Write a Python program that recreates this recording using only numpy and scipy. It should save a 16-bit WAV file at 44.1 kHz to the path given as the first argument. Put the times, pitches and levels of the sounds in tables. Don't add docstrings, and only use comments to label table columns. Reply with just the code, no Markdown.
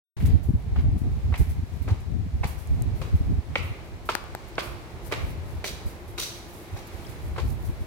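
import sys
import numpy as np
from scipy import signal
from scipy.fft import rfft, irfft, next_fast_len
from scipy.io import wavfile
from scipy.ndimage import map_coordinates

SR = 44100
rng = np.random.default_rng(int(sys.argv[2]) if len(sys.argv) > 2 else 0)


def pcm_store(signal):
    levels = np.round(np.clip(np.atleast_2d(signal), -1, 1) * 32767)
    wavfile.write(sys.argv[1], SR, levels.astype(np.int16).T)


N = 346626

# time in seconds, level in dB.
WIND_LEVEL = [(0.17, -27.5), (0.35, -19), (0.43, -27), (0.6, -28), (0.88, -23), (1.1, -25.5), (1.5, -28.5),
              (1.7, -32.5), (2.15, -29.5), (2.6, -32.5), (2.75, -20.5), (3.0, -33), (3.35, -27.5),
              (3.5, -36), (4.12, -43), (4.98, -39), (5.3, -33), (5.62, -39), (6.1, -44), (6.54, -49),
              (7.16, -35), (7.43, -26), (7.86, -41.5)]
# frequency in Hz, relative density in dB per Hz.
WIND_SPECTRUM = [(13, -53), (22, -15), (53, 4), (75, 4.5), (129, -2), (166, -10), (258, -22), (474, -28.5),
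                 (522, -63), (600, -35.5), (780, -31), (1320, -120)]
# frequency in Hz, relative density in dB per Hz.
EDGE_SPECTRUM = [(60, -47), (150, 1.5), (260, -2.5), (450, -22.5), (900, -34), (1500, -120)]
EDGE_DB = -15.5

# time in seconds, relative level in dB, treble lift in dB.
AIR_LEVEL = [(0.17, -51, 12.5), (0.3, -51, 0), (0.55, -56.5, 8), (1.2, -56, 11), (1.8, -56, 13.5),
             (2.3, -54, 13), (2.85, -52, 9), (3.45, -51, 9.5), (3.95, -49.5, 8.5), (4.5, -50.5, 11.5),
             (5.05, -48.5, 7), (5.6, -50, 8), (6.05, -49, 6), (6.4, -45, 6), (6.73, -49, 10),
             (7.12, -51, 10), (7.45, -49.5, 6), (7.86, -49.5, 7.5)]
# frequency in Hz, relative density in dB per Hz.
AIR_SPECTRUM = [(24, -26), (40, 1), (109, -1), (151, -5), (275, -10), (344, -4), (476, -10), (846, -13),
                (1500, -21), (2360, -25), (3030, -30), (3990, -31), (4880, -35), (13900, -48.5),
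                (15800, -48)]
# frequency in Hz, left-right correlation from 0 to 1.
AIR_LIKENESS = [(60, 0.23), (290, 0.93), (640, 0.75), (1400, 0), (15000, 0)]
# time in seconds, relative level in dB.
FAN_LEVEL = [(3.4, -82), (3.55, -54.5), (5.1, -49), (5.6, -63), (5.92, -82), (6.1, -43.5), (7.26, -55),
             (7.86, -51.5)]
FAN_HZ = 345.6

# time in seconds, relative level in dB.
SWISH_LEVEL = [(0.3, -80), (0.59, -69), (0.78, -73), (1.59, -68), (2.25, -78), (2.48, -70), (2.71, -70),
               (4.05, -72), (4.46, -80), (5.24, -60), (5.56, -65.5), (5.8, -59), (6.05, -69), (6.3, -57.5),
               (6.9, -61), (7.35, -59), (7.86, -61.5)]
# frequency in Hz, relative density in dB per Hz.
CLOTH_SPECTRUM = [(1500, -10), (4000, -6.5), (8000, -4), (11500, 0), (15800, -5)]

# middle in seconds, relative level in dB, length scale in
# seconds, mean pitch in Hz, left minus right in dB.
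THUMP_EVENTS = [(0.251, -15, 0.019, 90.0, 3), (0.349, -7, 0.028, 77.0, -36), (0.494, -10.5, 0.012, 85, 4),
                (0.554, -11, 0.018, 75.0, -1.5), (0.73, -18, 0.015, 81.0, 3.0),
                (0.79, -12.5, 0.037, 69.6, 1), (0.86, -12.5, 0.018, 68, -1),
                (0.889, -12.5, 0.01, 80.4, 8.0), (0.937, -15.5, 0.025, 82.6, 7),
                (1.178, -24, 0.052, 73.0, -9), (1.26, -18.0, 0.037, 69.5, -1),
                (1.329, -15, 0.017, 78.4, 0.0), (1.414, -13, 0.028, 53.0, 1),
                (1.486, -20.5, 0.03, 85.0, -9), (1.525, -26, 0.016, 74.0, -3),
                (1.594, -19, 0.015, 74.0, -19.0), (1.633, -17.0, 0.014, 84.0, 9),
                (1.817, -19.5, 0.021, 74.6, -9), (1.922, -12, 0.026, 88, -0.5),
                (2.348, -19, 0.037, 71.6, -4), (2.413, -17, 0.009, 80.0, -7),
                (2.455, -15.5, 0.0082, 73.5, 5), (2.725, -16, 0.054, 74.7, -4.0),
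                (2.804, -22, 0.035, 74, -11), (3.147, -9.5, 0.03, 71.6, -2), (3.211, -14, 0.014, 83.0, 0),
                (3.308, -17.5, 0.03, 89.0, 3.5), (3.388, -15, 0.018, 78, -3.0),
                (3.652, -26.5, 0.041, 97, 1), (3.713, -22.5, 0.025, 89, -1), (5.243, -20, 0.022, 78, 1),
                (5.388, -31, 0.034, 73.0, 33.0), (5.574, -27.0, 0.059, 78, 5),
                (5.731, -31.5, 0.027, 65.4, -1.0), (5.867, -20.5, 0.025, 75.5, -2.0),
                (6.743, -25.5, 0.034, 84, -4), (6.95, -28, 0.017, 63.7, -10.0),
                (7.265, -27, 0.071, 78.0, 3), (7.322, -25, 0.013, 79, 7), (7.374, -37, 0.023, 84.0, 0.0),
                (7.416, -26.0, 0.013, 89.0, 3), (7.47, -30, 0.033, 79.0, -5),
                (7.569, -32, 0.016, 86.0, 28.0), (7.697, -18, 0.017, 90, -0.5),
                (7.818, -22, 0.02, 76, -1.0)]
THUMP_SPREAD, THUMP_EDGE_DB = 0.095, -19

# start in seconds, relative level in dB, decay constant in seconds.
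RUSTLE_EVENTS = [(0.19, -50.5, 0.11), (0.2557, -38, 0.018), (0.428, -51.5, 0.046), (0.9755, -51, 0.038),
                 (1.374, -39, 0.046), (1.492, -46.5, 0.032), (1.8193, -50, 0.028), (2, -52, 0.016),
                 (2.467, -40, 0.042), (2.5014, -51, 0.038), (2.5774, -49, 0.068), (2.951, -53, 0.1),
                 (3.151, -52, 0.033), (3.6227, -48.5, 0.052), (4.052, -47.5, 0.037), (4.4797, -50, 0.014),
                 (4.6226, -42.5, 0.059), (5.3014, -46.5, 0.015), (5.859, -46, 0.058), (6.0738, -51, 0.059),
                 (6.869, -45.5, 0.013), (7.088, -47.5, 0.032), (7.646, -46.5, 0.041), (7.799, -54, 0.051)]
RUSTLE_RISE, RUSTLE_PAN_DB = 0.11, -1

# start in seconds, overall level in dB, sole ring in Hz, thud in dB, clack in dB,
# rise constant in seconds, slap's 20 dB fall in seconds, relative scuff level in dB, scuff length in
# seconds, scuff brightness in dB per octave, room in dB.
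STEP_EVENTS = [(0.2, -47, 905, -1, 6.5, 0.0079, 0.023, 5, 0.15, -7, -4.5),
               (0.757, -30.5, 800, -14, -21, 0.0039, 0.022, -2.5, 0.045, -11, -7.5),
               (1.323, -31, 800, -1, -8, 0.0017, 0.015, -24, .04, -2, -11),
               (1.338, -26.5, 790, -16, 0.5, 0.0028, 0.017, -6.5, 0.034, -6.5, -6.5),
               (1.876, -31.5, 740, 2, -4, 0.0015, 0.054, -5.5, 0.045, -4, -5),
               (2.431, -22.5, 740, -7, -3, 0.016, 0.018, -2.5, 0.024, -4, -7),
               (3.013, -29.5, 1000, 0, -4, 0.002, 0.021, -3, 0.025, -3, -2),
               (3.555, -13, 1300, -7, 3, 0.00085, 0.0078, -16.5, 0.044, -5, -8),
               (4.089, -10, 1100, -9.5, -8, 0.0002, 0.021, -14, 0.049, -5, -9.5),
               (4.58, -14, 1105, 1, -4.5, 0.0009, 0.0085, -8.5, 0.028, -6, -5.5),
               (5.113, -27.5, 895, 0, -7, 0.0018, .012, -2, 0.023, -1, -3.5),
               (5.1214, -21, 1080, 2, 0.5, 0.00055, 0.023, -4.5, 0.026, -8.5, -4),
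               (5.641, -25, 1570, -0.5, -5, 0.00031, 0.024, 1, 0.059, -1, -6.5),
               (6.177, -27.5, 1190, -3.5, -3, 0.0032, 0.02, 6.5, 0.071, 1, -3.5),
               (6.759, -37.5, 680, -3, -3.5, 0.0027, 0.057, -2, 0.047, 0.5, -5),
               (7.36, -28.5, 800, -18, -12, 0.002, 0.012, -11, 0.039, -8, -9.5),
               (7.378, -24.5, 785, 0.5, -6, 0.0027, 0.029, -9.5, 0.054, -5.5, -10)]
STEP_PAN_DB = -0.9
# frequency in Hz, relative density in dB per Hz before brightness.
GRIT_SPECTRUM = [(300, -13), (900, 6), (2300, 16.5), (3300, 19), (3900, 17.5), (4800, 20), (5900, 11.5),
                 (7000, 15), (11500, 11), (15800, 9)]
# frequency in Hz, width in Hz, relative level in dB.
SQUEAK_MODES = [(3900, 110, 0), (4400, 190, -10), (5890, 260, 3.5)]
# frequency in Hz, time to fall 60 dB in seconds.
HALL_DECAY = [(300, 0.63), (800, 0.83), (2100, 0.71), (5500, 0.66), (14000, 0.41)]
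PORT_LAG = 4

# start in seconds,
# relative level in dB, left minus right in dB, pitch in Hz.
POP_EVENTS = [(0.225, -18, 24, 170), (0.286, -18, 7, 201), (0.345, -27, -23, 255), (0.486, -17, 14, 258),
              (0.502, -16, 21.5, 196), (0.534, -10.5, 3, 170), (0.838, -21, -5, 170), (0.926, -24, -2, 170),
              (0.961, -16, -12, 170), (1.014, -17, 15, 211), (2.261, -22.5, -14, 182),
              (2.743, -25, 4.5, 285), (2.765, -22, -6, 170), (3.294, -17, 10, 186), (4.15, -24, -1, 300)]
JOLT_DB, JOLT_HZ = -37.5, 170

# start in
# seconds, level in dB, crack in Hz, crack width in Hz, body in dB against the crack, left minus right in dB.
SNAP_EVENTS = [(1.739, -46, 8000, 6000, -30, -18), (2.673, -38, 8000, 6000, -30, -5),
               (2.822, -25, 8400, 6000, -25, 0), (4.152, -20.5, 6000, 14000, 11, 8.5),
               (4.24, -48.5, 7000, 8000, 10, -24), (4.35, -33, 4960, 12000, 12.5, 6.5),
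               (4.555, -35, 4960, 1500, -20, -1), (5.642, -45, 4970, 7000, -7, 0),
               (6.183, -24, 3900, 350, -15, 5), (7.049, -41, 3220, 250, -30, 2),
               (7.068, -38, 5200, 700, -25, 2)]
SNAP_BODY_HZ = 815

# frequency in Hz, width in Hz, level in dB.
PORT_RESONANCE = (2210, 490, -10.5)
START_S, TOP_HZ = 0.166, 15900


def amp(db):
    return 10 ** (np.asarray(db) / 20)


def unit(x):
    return x / np.sqrt(np.mean(x ** 2, -1, keepdims=True) + 1e-20)


def peak(x):
    return x / np.abs(x).max()


def along(points, hz):
    f, v = np.transpose(points)
    return np.interp(np.log(hz + 1), np.log(f + 1), v)


def curves(rows):
    s, *cols = np.transpose(rows)
    return [np.interp(np.arange(N) / SR, s, c) for c in cols]


def wobble(rate):
    knots = rng.standard_normal((2, N // 200))
    return np.array([map_coordinates(k, [np.arange(N) * rate / SR]) for k in knots])


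def filtered(x, response):
    n = x.shape[-1]
    m = next_fast_len(n + 8192)
    return irfft(rfft(x, m) * response(np.fft.rfftfreq(m, 1 / SR)), m)[..., :n]


def noise(spectrum, size):
    white = rng.standard_normal((2, size))
    return unit(filtered(white, lambda hz: amp(along(spectrum, hz))))


def band(f, hz, width):
    return 1j * f * width / (hz * hz - f * f + 1j * f * width)


def jumps(size, hold, depth_db):
    return amp(depth_db * rng.standard_normal(size // hold + 1).repeat(hold)[:size])


def crackle(size, depth_db):
    return jumps(size, 50, depth_db)


def sides(pan_db):
    return amp(np.array([[.5], [-.5]]) * pan_db)


def walls(x, wet_db, feed=None):
    hz, t, z = signal.stft(rng.standard_normal((2, 40000)), SR, nperseg=256)
    decay = amp(-60 * t / along(HALL_DECAY, hz)[:, None])
    tail = signal.istft(z * decay, SR, nperseg=256)[1]
    tail *= 1 - np.exp(-np.arange(tail.shape[1]) / SR / 0.0054)
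    tail /= np.linalg.norm(tail[0])
    wet = signal.fftconvolve(x if feed is None else feed, tail, axes=1)
    direct = np.array([x[0], np.pad(x[1], (PORT_LAG, 0))[:x.shape[1]]])
    return np.pad(direct, [(0, 0), (0, wet.shape[1] - x.shape[1])]) + amp(wet_db) * wet


def add(track, s, x):
    part = track[:, round(s * SR):][:, :x.shape[1]]
    part += x[:, :part.shape[1]]


def wind():
    level_db, = curves(WIND_LEVEL)
    lump = wobble(22)
    body = unit(amp(5.1 * lump) * noise(WIND_SPECTRUM, N))
    edge = unit(amp(8.8 * lump) * noise(EDGE_SPECTRUM, N))
    return amp(level_db) * (body + amp(EDGE_DB) * edge)


def fan():
    hum_db, = curves(FAN_LEVEL)
    gain = amp(hum_db - 3.0 + 0.37 * wobble(7.5)[0])
    return gain * np.sin(2 * np.pi * np.cumsum(FAN_HZ + 3 * wobble(13)[0]) / SR)


def air():
    level_db, lift_db = curves(AIR_LEVEL)
    a, b = noise(AIR_SPECTRUM, N)

    def angle(hz):
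        return np.arccos(np.clip(along(AIR_LIKENESS, hz), -1, 1)) / 2

    mid = filtered(a, lambda hz: np.cos(angle(hz)))
    side = filtered(b, lambda hz: np.sin(angle(hz)))
    pair = np.array([mid + side, mid - side])
    treble = filtered(pair, lambda hz: hz ** 2 / (hz ** 2 + 3000 ** 2))
    pair = pair + (amp(lift_db + 0.17 * wobble(12)[0]) - 1) * treble
    hum = fan()
    return amp(level_db + 6 + 2.02 * wobble(3.212)[0]) * pair + hum


def swish():
    level_db, = curves(SWISH_LEVEL)
    gain = amp(level_db + 4.7 * wobble(16))
    return gain * unit(crackle(N, 2.5) * noise(CLOTH_SPECTRUM, N))


def thumps():
    out, t = np.zeros((2, N)), np.arange(-SR // 10, SR // 10) / SR
    draws = rng.standard_normal((len(THUMP_EVENTS), 2, 2, 1))
    for (s, db, length_s, hz, pan_db), (pitch, phase) in zip(THUMP_EVENTS, draws):
        share = np.sqrt(2) * sides(pan_db) / np.linalg.norm(sides(pan_db))
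        swing = np.sin(2 * np.pi * hz * (1 + THUMP_SPREAD * pitch) * t + 1.6 * phase)
        swing = swing + amp(THUMP_EDGE_DB) * noise(EDGE_SPECTRUM, len(t))
        swell = np.exp(-3 * (t / length_s) ** 2)
        add(out, s + t[0], amp(db) * share * swell * swing)
    return out


def rustles():
    out, t = np.zeros((2, N)), np.arange(SR // 3) / SR
    for s, db, fall_s in RUSTLE_EVENTS:
        shape = (1 - np.exp(-t / (RUSTLE_RISE * fall_s))) * np.exp(-t / fall_s)
        cloth = unit(crackle(len(t), 1.2) * noise(CLOTH_SPECTRUM, len(t)))
        add(out, s, amp(db) * sides(RUSTLE_PAN_DB) * shape * cloth)
    return out


def slap(t, modes, rise_s, slap_s):
    a, b = rng.standard_normal((2, len(t))) * (1 - np.exp(-t / rise_s)) * amp(-20 * t / slap_s)
    burst = np.array([a + 0.39 * b, a - 0.35 * b])
    hit, spread = 0, 0
    for centre, width, level in modes:
        colour = lambda f: band(f, centre, width) ** 3
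        part = amp(level) * peak(filtered(burst, colour))
        hit = hit + part
        spread = spread + unit(filtered(t == 0, colour)) * np.std(part, 1, keepdims=True)
    return hit, spread


def scuff(t, rise_s, scuff_db, scuff_s, bright_db):
    slide = (1 - np.exp(-t / (rise_s + 0.00081))) / (1 + (t / scuff_s) ** 4)
    slide = slide * jumps(len(t), 400, 2.6)
    tilted = [(f, level + bright_db * np.log2(f / 3000)) for f, level in GRIT_SPECTRUM]
    grit = noise(tilted, len(t))
    squeak = filtered(grit, lambda f: sum(amp(level) * band(f, c, w) for c, w, level in SQUEAK_MODES))
    friction = unit(crackle(len(t), 3.8) * grit + amp(8.0 + 2 * bright_db) * squeak)
    return amp(scuff_db - 10.5) * slide * friction


def steps():
    out, t = np.zeros((2, N)), np.arange(SR // 5) / SR
    for (s, db, hz, thud_db, clack_db, rise_s, slap_s,
         scuff_db, scuff_s, bright_db, room_db) in STEP_EVENTS:
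        # centre Hz, width Hz, dB
        modes = [(hz, 1.026 * hz, 0), (480, 550, thud_db), (2100, 1500, clack_db)]
        hit, spread = slap(t, modes, rise_s, slap_s)
        slide = scuff(t, rise_s, scuff_db, scuff_s, bright_db)
        add(out, s, amp(db) * sides(STEP_PAN_DB) * walls(hit + slide, room_db, spread + slide))
    return out


def pops():
    out, t = np.zeros((2, N)), np.arange(SR // 20) / SR
    jolts = [(step[0], JOLT_DB, 0, JOLT_HZ) for step in STEP_EVENTS]
    for s, db, pan_db, hz in list(POP_EVENTS) + jolts:
        u = t * hz - 1
        pulse = (1 - 14 * u * u) * np.exp(-7 * u * u)
        sign = rng.choice([-1, 1], (2, 1))
        add(out, s, amp(db - 5.5) * sides(pan_db) * sign * pulse)
    return out


def snaps():
    out, t = np.zeros((2, N)), np.arange(SR // 20) / SR
    for s, db, crack_hz, width_hz, body_db, pan_db in SNAP_EVENTS:
        burst = rng.standard_normal((2, len(t))) * amp(-20 * t / 0.0021)
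        body = peak(filtered(burst.mean(0), lambda f: band(f, SNAP_BODY_HZ, 0.4 * SNAP_BODY_HZ)))
        crack = peak(filtered(burst, lambda f: band(f, crack_hz, width_hz) ** 2))
        add(out, s, amp(db) * walls((crack + amp(body_db) * body) * sides(pan_db), wet_db=-18))
    return out


def scene():
    return wind() + thumps() + pops() + air() + steps() + snaps() + rustles() + swish()


def record(dry):
    opening = np.clip((np.arange(N) / SR - START_S) / 0.0033, 0, 1)
    hz, width, db = PORT_RESONANCE
    return filtered(dry * opening, lambda f: (1 + amp(db) * band(f, hz, width)) * (f < TOP_HZ))


dry = scene()
out = record(dry)
pcm_store(out)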